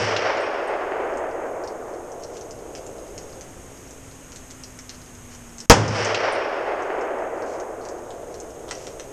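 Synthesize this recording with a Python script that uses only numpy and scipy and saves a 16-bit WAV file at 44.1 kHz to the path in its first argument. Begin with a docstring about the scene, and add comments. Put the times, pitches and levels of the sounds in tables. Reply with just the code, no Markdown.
"""A rifle-calibre pistol has just been fired under the wooden roof of a snowy range, close to a camera.
The bullet smacks the target, the echo rolls through wooded hills and a spent case knocks and rings.
Melt water drips, a jacket rustles and a distant motor hums, sinking in pitch. At 5.7 s a second blast
overloads the recorder, whose gain dives and creeps back while hit, case and echo follow again.
Near the end the gun clicks as it is handled."""
import sys
import numpy as np
from scipy import signal
from scipy.io import wavfile
from scipy.ndimage import uniform_filter1d, minimum_filter1d

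SR = 44100
rng = np.random.default_rng(int(sys.argv[2]) if len(sys.argv) > 2 else 0)


def unload_wav(signal):
    """Save mono or channel-first audio to the path in sys.argv[1] as 16-bit WAV at rate SR, clipped to [-1, 1]."""
    wavfile.write(
        sys.argv[1],
        SR,
        np.round(np.clip(np.atleast_2d(signal).T, -1, 1) * 32767).astype(np.int16),
    )


N = 402191

# when the gun fires, first just before the scene opens: (time [s])
SHOT_TIMES = [-0.2847, 5.698]
def shots():
    """Gun and hills stay put, so both shots have the very same blast and echo."""
    report, out = woods(), np.zeros(N)
    add(report, 0, blast())
    for s in SHOT_TIMES:
        add(out, s, report)
    return out


# the blast and its bounces off bench, roof and posts:
# (delay [s], push level [dB], push length [s], crack level [dB])
BLAST_PATHS = [(0, 26.5, 0.0045, 24), (.0054, -4, 0.0003, 14), (.009, 17, 0.00097, 8),
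               (0.014, 21.5, .002, 8), (0.0225, 16.5, 0.0027, -6)]
# tone of the shock wave's crack: (frequency [Hz], level [dB])
CRACK_TONE = [(300, -13), (1500, -7), (2800, 12), (4000, -14), (5800, 22), (7000, 12), (9500, -8),
              (13000, -12)]
# tone of the shelter's clatter: (frequency [Hz], level [dB])
CLATTER_TONE = [(30, 11), (90, 24), (170, 26), (300, 29.5), (500, 32), (720, 31), (1200, 26), (2200, 20.5),
                (3100, 18), (3900, 10.5), (5300, 18.5), (6600, 16.5), (9000, 2), (12000, 3)]
# the roof's short thud: (pitch [Hz], level [dB], time to fade 60 dB [s])
ROOF_THUD = [(174.5, 6, 0.13), (231, -6, 0.2)]
# the shelter's deep notes: (pitch [Hz], level [dB], time to fade 60 dB [s], rise time [s])
SHELTER_BOOM = [(105, 6.5, 0.84, 0.16), (114, 3, 0.69, 0.12)]
def blast(fast_fade_s=0.15, slow_fade_s=1.0, slow_db=-19, push_lag_s=.0009):
    """Shock waves crack, then push and suck; posts and rafters scatter them, and the shelter booms."""
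    t = seconds(1.5)
    out = np.zeros(len(t))
    for delay, push_db, push_s, crack_db in BLAST_PATHS:
        add(out, delay, gain_of(crack_db) * colour(puff(decay_s=0.00037), CRACK_TONE))
        add(out, delay + push_lag_s, gain_of(push_db) * (1 - t / push_s) * np.exp(-t / push_s))

    def lingering_db(s, hz):
        rumble_db = bump(hz, centre_hz=135, half_width_hz=95, height_db=11)
        fade_db_per_s = 60 / slow_fade_s + 9 * hz / 1000  # high sounds die sooner
        return slow_db + rumble_db - s * fade_db_per_s
    fast = rng.standard_normal(len(t)) * gain_of(-60 * t / fast_fade_s)
    slow = noise(1.5, lingering_db, size=2048)
    out += colour(fast + slow, CLATTER_TONE)
    for hz, db, fade_s in ROOF_THUD:
        out += fading_note(t, hz, db, fade_s)
    for hz, db, fade_s, rise_s in SHELTER_BOOM:
        out += fading_note(t, hz, db, fade_s) * (1 - np.exp(-t / rise_s))
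    return out


# tone of what the trunks throw back over the snow: (frequency [Hz], level [dB])
WOODS_TONE = [(40, -26), (170, -37.5), (240, -19.5), (340, -5.5), (480, 1), (640, 2), (1000, -4),
              (1500, -3.5), (2300, -5), (3100, -8.5), (3900, -15.5), (5500, -1.5), (6600, -12.5),
              (11000, -21.5)]
# single sharp echoes from the slopes: (delay [s], spike above the rolling echo [dB])
SLOPE_ECHOES = [(1.024, 23.5), (1.206, 26.5), (2.199, 20.5), (3.178, 30)]
def woods(air_db_per_s=5, carry_db_per_s=3, carry_hz=345):
    """Countless trunks return the shot; the longer the path, the more treble the air has taken."""
    def level_db(t, hz):
        air_loss_db = air_db_per_s * t * (hz / 1000) ** 1.126
        # low sounds bend round the hills and carry farther
        carry_db = carry_db_per_s * np.minimum(t, 3) / (1 + (hz / carry_hz) ** 4)
        return roll_db(t) + read(WOODS_TONE, hz) - air_loss_db + carry_db
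    echo = noise(6.5, level_db, size=1024, spikes=SLOPE_ECHOES)
    t = np.arange(len(echo)) / SR
    small_clumps_db = 0.78 * wander(t, per_s=90)
    large_groves_db = 0.98 * wander(t, per_s=15)
    return echo * gain_of(small_clumps_db + large_groves_db)


# swells sent back by wooded hillsides: (delay [s], half width [s], boost [dB])
HILL_SWELLS = [(.56, .05, 3), (1.33, 0.15, 4), (1.73, 0.23, 2.5), (3.1, 0.25, 3.5), (3.53, 0.17, 4)]
def roll_db(t, field_db=-23, field_s=0.079, trees_db=4.5, trees_s=0.32, fade_db_per_s=8):
    """The echo is faint over open snow, grows as the tree line answers, then fades with a few swells."""
    short_of_trees = np.clip((trees_s - t) / (trees_s - field_s), 0, 1)
    rise_db = (field_db - trees_db) * short_of_trees ** 1.34
    fade_db = fade_db_per_s * np.maximum(t - trees_s, 0)
    hills_db = sum(db * np.exp(-((t - delay) / width) ** 2) for delay, width, db in HILL_SWELLS)
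    return trees_db + rise_db - fade_db + hills_db


# bullets reaching the target: (time [s], level [dB])
BULLET_HITS = [(0.164, -22), (6.145, -20)]
# tone of a wet smack, also used for the drips: (frequency [Hz], level [dB])
SMACK_TONE = [(300, -9), (1500, 14), (2500, 19), (5000, 14.5), (6800, 8.5), (8500, -14), (12000, -25)]
def bullet_hits():
    """Each bullet stops in the target with a short smack."""
    out = np.zeros(N)
    for s, db in BULLET_HITS:
        add(out, s, gain_of(db) * evened(colour(puff(decay_s=0.011), SMACK_TONE)))
    return out


# spent cases landing, before overall_db is added:
# (time [s], knock level [dB], knock pitch [Hz], ring level [dB])
CASE_LANDINGS = [(.372, -42, 6370, -50), (.405, -54, 8300, -32.5), (.675, -47, 8750, -39),
                 (5.88, -23, 5270, -60), (6.048, -19.5, 5800, -49), (6.324, -35, 8700, -38)]
# the notes of a brass case: (pitch [Hz], relative level [dB], time to fade 60 dB [s])
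CASE_NOTES = [(8400, -1, 0.22), (8250, -7, .15), (12450, -38, .15)]
def cases(overall_db=-8):
    """Brass cases knock on bench and ground and ring briefly."""
    out, t = np.zeros(N), seconds(.4)
    ring = sum(fading_note(t, hz, db, fade_s) for hz, db, fade_s in CASE_NOTES)
    for s, knock_db, hz, ring_db in CASE_LANDINGS:
        add(out, s, gain_of(knock_db) * tick(hz, width_hz=1700, decay_s=0.0016))
        add(out, s, gain_of(ring_db) * ring)
    return gain_of(overall_db) * out


# clicks of the gun: (time [s], level [dB], decay [s], ring compared with clack [dB])
GUN_CLICKS = [(8.681, -55, .004, -6), (8.691, -50.5, 0.0015, -15), (8.7103, -40, 0.0023, -2.5),
              (8.726, -50, .004, -10), (8.751, -61, .004, 9), (8.869, -50.5, 0.0019, -3),
              (8.878, -60, .003, -12), (8.997, -48.5, 0.0023, -1)]
# tone of the gun's body: (frequency [Hz], level [dB])
CLACK_TONE = [(300, -24), (900, 2), (1600, -0.5), (3200, -1), (5000, -10), (7500, -7), (12000, -18)]
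def gun_handling(ring_hz=5800):
    """The gun's body clacks dryly, with a short bright ring of steel."""
    out = np.zeros(N)
    for s, db, decay_s, ring_db in GUN_CLICKS:
        clack = evened(colour(puff(decay_s), CLACK_TONE))
        ring = gain_of(ring_db) * tick(ring_hz, width_hz=940, decay_s=decay_s)
        add(out, s, gain_of(db) * (clack + ring))
    return out


# the nearest drops: (time [s], level [dB], pitch [Hz], slap compared with tick [dB])
NEAR_DRIPS = [(1.172, -51, 6550, -18), (1.638, -53, 5460, -20), (1.675, -48.5, 5250, -26),
              (2.118, -55, 6290, -20), (2.2355, -48, 5700, -29), (2.369, -52.5, 6100, -5),
              (2.411, -52, 5650, -22), (2.509, -50.5, 6040, -13), (2.751, -51, 5670, -3.5),
              (2.865, -52, 6550, -16), (3.179, -48, 5840, -11), (3.41, -52.5, 5950, -6.5),
              (3.908, -56, 6340, -22), (4.32, -55, 6000, -7), (4.36, -52, 6340, -6),
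              (4.509, -52.5, 6240, -9), (4.636, -48.5, 5470, -15), (4.789, -51, 6030, -7),
              (4.894, -53, 5800, 2.5), (5.349, -56, 6260, -13), (5.583, -51, 6400, -11),
              (5.603, -46, 5930, -15), (6.823, -50.5, 6240, -20), (7.011, -51.5, 5600, -20),
              (7.422, -54, 5200, -23), (7.6, -49, 6160, -10), (7.852, -52, 5650, -3.5),
              (7.887, -49, 6100, -16), (8.106, -59.5, 7110, 4.5), (8.342, -53, 5500, -10),
              (8.401, -47.5, 6260, -23)]
def drips(far_per_s=7, far_db=-60.5, spread_db=7, far_hz=5970, spread_hz=2400):
    """Melt water falls from the roof's edge: some drops close by, fainter ones at random farther off."""
    out = np.zeros(N)
    for s, db, hz, slap_db in NEAR_DRIPS:
        add(out, s, gain_of(db) * drip(hz, slap_db))
    for k, (when, distance, pitch) in enumerate(rng.random(size=(200, 3))):
        s = (k + 2 * when) / far_per_s
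        if s < N / SR:
            far_drop = drip(far_hz + spread_hz * (pitch - .5), slap_db=-13)
            add(out, s, gain_of(far_db - spread_db * distance) * far_drop)
    return out


def drip(hz, slap_db, spatter_db=-7, droplets_per_s=500):
    """One drop lands with a bright tick, a duller slap and a spatter of droplets."""
    slap = evened(colour(puff(decay_s=0.0004), SMACK_TONE))
    spray = puff(decay_s=0.015)
    droplets = spray * (rng.random(len(spray)) < droplets_per_s / SR)
    spatter = gain_of(spatter_db) * evened(colour(droplets, SMACK_TONE))
    return tick(hz, width_hz=2000, decay_s=0.0024) + gain_of(slap_db) * (slap + spatter)


# the shooter's jacket moving: (time [s], length [s], level [dB])
RUSTLES = [(2.299, 0.1, -50), (2.743, 0.063, -48), (5.289, 0.078, -48.5), (7.409, 0.2, -46),
           (7.8, 0.082, -56), (8.285, 0.11, -56), (8.64, 0.34, -48.5)]
# tone of the cloth: (frequency [Hz], level [dB])
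CLOTH_TONE = [(500, -17), (2500, -4), (3900, -11), (5300, -2.5), (6600, 0), (9000, -17), (12000, -17)]
def jacket(creases_per_s=1800):
    """Stiff cloth gives way in a swell of tiny creases."""
    out = np.zeros(N)
    for s, length, db in RUSTLES:
        size, chance = rng.standard_normal(SR // 2), rng.random(SR // 2)
        creases = (size * (chance < creases_per_s / SR))[:int(length * SR)]
        add(out, s, gain_of(db) * evened(colour(creases, CLOTH_TONE)) * np.hanning(len(creases)))
    return out


# quick bounces off the roof: (delay [s], strength [share of the direct sound])
ROOF_BOUNCES = [(.0062, 0.51), (.0078, 0.065), (.0098, 0.28), (0.0112, .18), (0.016, 0.086)]
def shelter_echo(x, fade_s=0.21, tail_db=-5):
    """Small sounds come back from the roof, then die away among the benches."""
    t = seconds(.3)
    after_first_bounce = t > ROOF_BOUNCES[0][0]
    tail = rng.standard_normal(len(t)) * gain_of(-60 * t / fade_s) * after_first_bounce
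    response = gain_of(tail_db) * tail / np.linalg.norm(tail)
    response[0] = 1  # the direct sound
    for delay, strength in ROOF_BOUNCES:
        response[round(delay * SR)] += strength
    return signal.oaconvolve(x, response)[:N]


# the course of the motor's hum: (time [s], pitch [Hz], level [dB])
MOTOR_HUM = [(2.6, 293.6, -56), (3.5, 275.4, -55.5), (4.2, 265, -52), (4.6, 256.3, -50.5), (5, 250.4, -51),
             (5.599, 234, -49), (6.5, 222, -71)]
def motor(waver=0.0036):
    """A distant motor hums one wavering note that slowly sinks."""
    s, hz, db = np.transpose(MOTOR_HUM)
    t = np.arange(N) / SR
    drift = evened(uniform_filter1d(rng.standard_normal(N), size=3000))
    cycles = np.cumsum(np.interp(t, s, hz) * (1 + waver * drift)) / SR
    loudness = gain_of(np.interp(t, s, db, left=-120, right=-120))
    return loudness * np.sqrt(2) * np.sin(2 * np.pi * cycles)


# tone of still air and microphone hiss: (frequency [Hz], level [dB])
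HISS_TONE = [(20, -24), (110, -26), (170, -30.5), (340, -33.5), (700, -38), (1500, -41), (3000, -46.5),
             (4400, -55), (5500, -48.5), (8000, -44.5), (9600, -49.5), (10600, -55.5), (12000, -51.5),
             (13200, -58)]
def background(top_hz=13300):
    """Air rumbles and the microphone hisses; its small opening rings at one high pitch."""
    def level_db(t, hz):
        opening_db = bump(hz, centre_hz=6520, half_width_hz=240, height_db=11.5)
        return read(HISS_TONE, hz) + opening_db - .025 * np.maximum(hz - top_hz, 0)
    return noise(N / SR + 1, level_db, size=2048)[:N]


def camera_housing(x, cutoff_hz=9700):
    """The camera's housing shuts out the highest sounds."""
    return signal.sosfilt(signal.butter(9, cutoff_hz, fs=SR, output="sos"), x)


def gain_of(db):
    """Turns decibels into a number to multiply by."""
    return 10 ** (np.asarray(db) / 20)


def evened(x):
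    """Scales a sound to an average power of 1."""
    return x / np.sqrt(np.mean(x ** 2) + 1e-20)


def read(tone, hz):
    """Looks up a tone table's level, gliding between its rows."""
    row_hz, db = np.transpose(tone)
    return np.interp(np.log(hz + 1), np.log(row_hz), db)


def bump(hz, centre_hz, half_width_hz, height_db):
    """A rounded boost around one frequency."""
    return height_db / (1 + ((hz - centre_hz) / half_width_hz) ** 2)


def add(mix, s, sound):
    """Mixes a sound in at time s, which may lie before the start."""
    at = round(s * SR)
    sound = sound[max(-at, 0):]
    part = mix[max(at, 0):][:len(sound)]
    part += sound[:len(part)]


def seconds(length):
    """The time of each sample."""
    return np.arange(int(length * SR)) / SR


def fading_note(t, hz, db, fade_s):
    """A pure note that drops 60 dB in fade_s seconds."""
    return gain_of(db - 60 * t / fade_s) * np.sin(2 * np.pi * hz * t)


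def noise(length, level_db, size, spikes=()):
    """Noise, with any spikes (time [s], level [dB]), shaped by the rule level_db(time, frequency)."""
    white = rng.standard_normal(int(length * SR))
    for s, db in spikes:
        white[round(s * SR)] += gain_of(db)
    frames = dict(fs=SR, nperseg=size, noverlap=size * 3 // 4)
    hz, t, spectrum = signal.stft(white, **frames)
    shaped = spectrum * gain_of(level_db(t[None], hz[:, None]))
    return signal.istft(shaped, **frames)[1][:len(white)]


def colour(x, tone, size=2048):
    """Gives a sound the tone in a table, with a filter that never rings ahead of the sound."""
    log_gain = np.log(gain_of(read(tone, abs(np.fft.fftfreq(size, 1 / SR)))))
    taps = np.fft.ifft(np.exp(np.conj(signal.hilbert(log_gain)))).real
    return signal.fftconvolve(x, taps)[:len(x)]


def puff(decay_s):
    """A short puff of noise."""
    t = seconds(.1)
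    return rng.standard_normal(len(t)) * np.exp(-t / decay_s)


def tick(hz, width_hz, decay_s):
    """A puff filtered twice so that it rings around one pitch."""
    radius, angle = np.exp(-np.pi * width_hz / SR), 2 * np.pi * hz / SR
    ringing = [1, 0, -1], [1, -2 * radius * np.cos(angle), radius ** 2]
    once = signal.lfilter(*ringing, puff(decay_s))
    return evened(signal.lfilter(*ringing, once))


def wander(t, per_s):
    """A random line that takes a new course per_s times a second."""
    corners = rng.standard_normal(2000)
    return np.interp(t * per_s, np.arange(len(corners)), corners)


def scene():
    """Everything that reaches the microphone, in one channel."""
    gunfire = shots() + bullet_hits()
    small_sounds = shelter_echo(drips() + cases() + gun_handling() + jacket())
    return (camera_housing(gunfire + small_sounds + motor()) + background())[None]


def record(dry, lowest_gain=0.14, recovery_per_s=0.23, start_gain=0.2, look_ahead=1700, top_hz=16000):
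    """The recorder turns down just ahead of a blast and creeps back; what is still too loud is clipped."""
    coming_peak = -minimum_filter1d(-abs(dry[0]), look_ahead, origin=-(look_ahead // 2))
    wanted = np.clip(1 / (coming_peak + 1e-9), lowest_gain, 1)
    wanted[0] = start_gain  # still low from the first shot
    climb = recovery_per_s * np.arange(N) / SR
    gain = np.minimum.accumulate(wanted - climb) + climb  # falls at once, rises slowly
    clipped = np.clip(dry * uniform_filter1d(gain, size=100), -1, 1)
    treble_cut = signal.firwin(255, top_hz, window=("kaiser", 8), fs=SR)
    return signal.oaconvolve(clipped, treble_cut[None], "same")


dry = scene()
out = record(dry)
unload_wav(out)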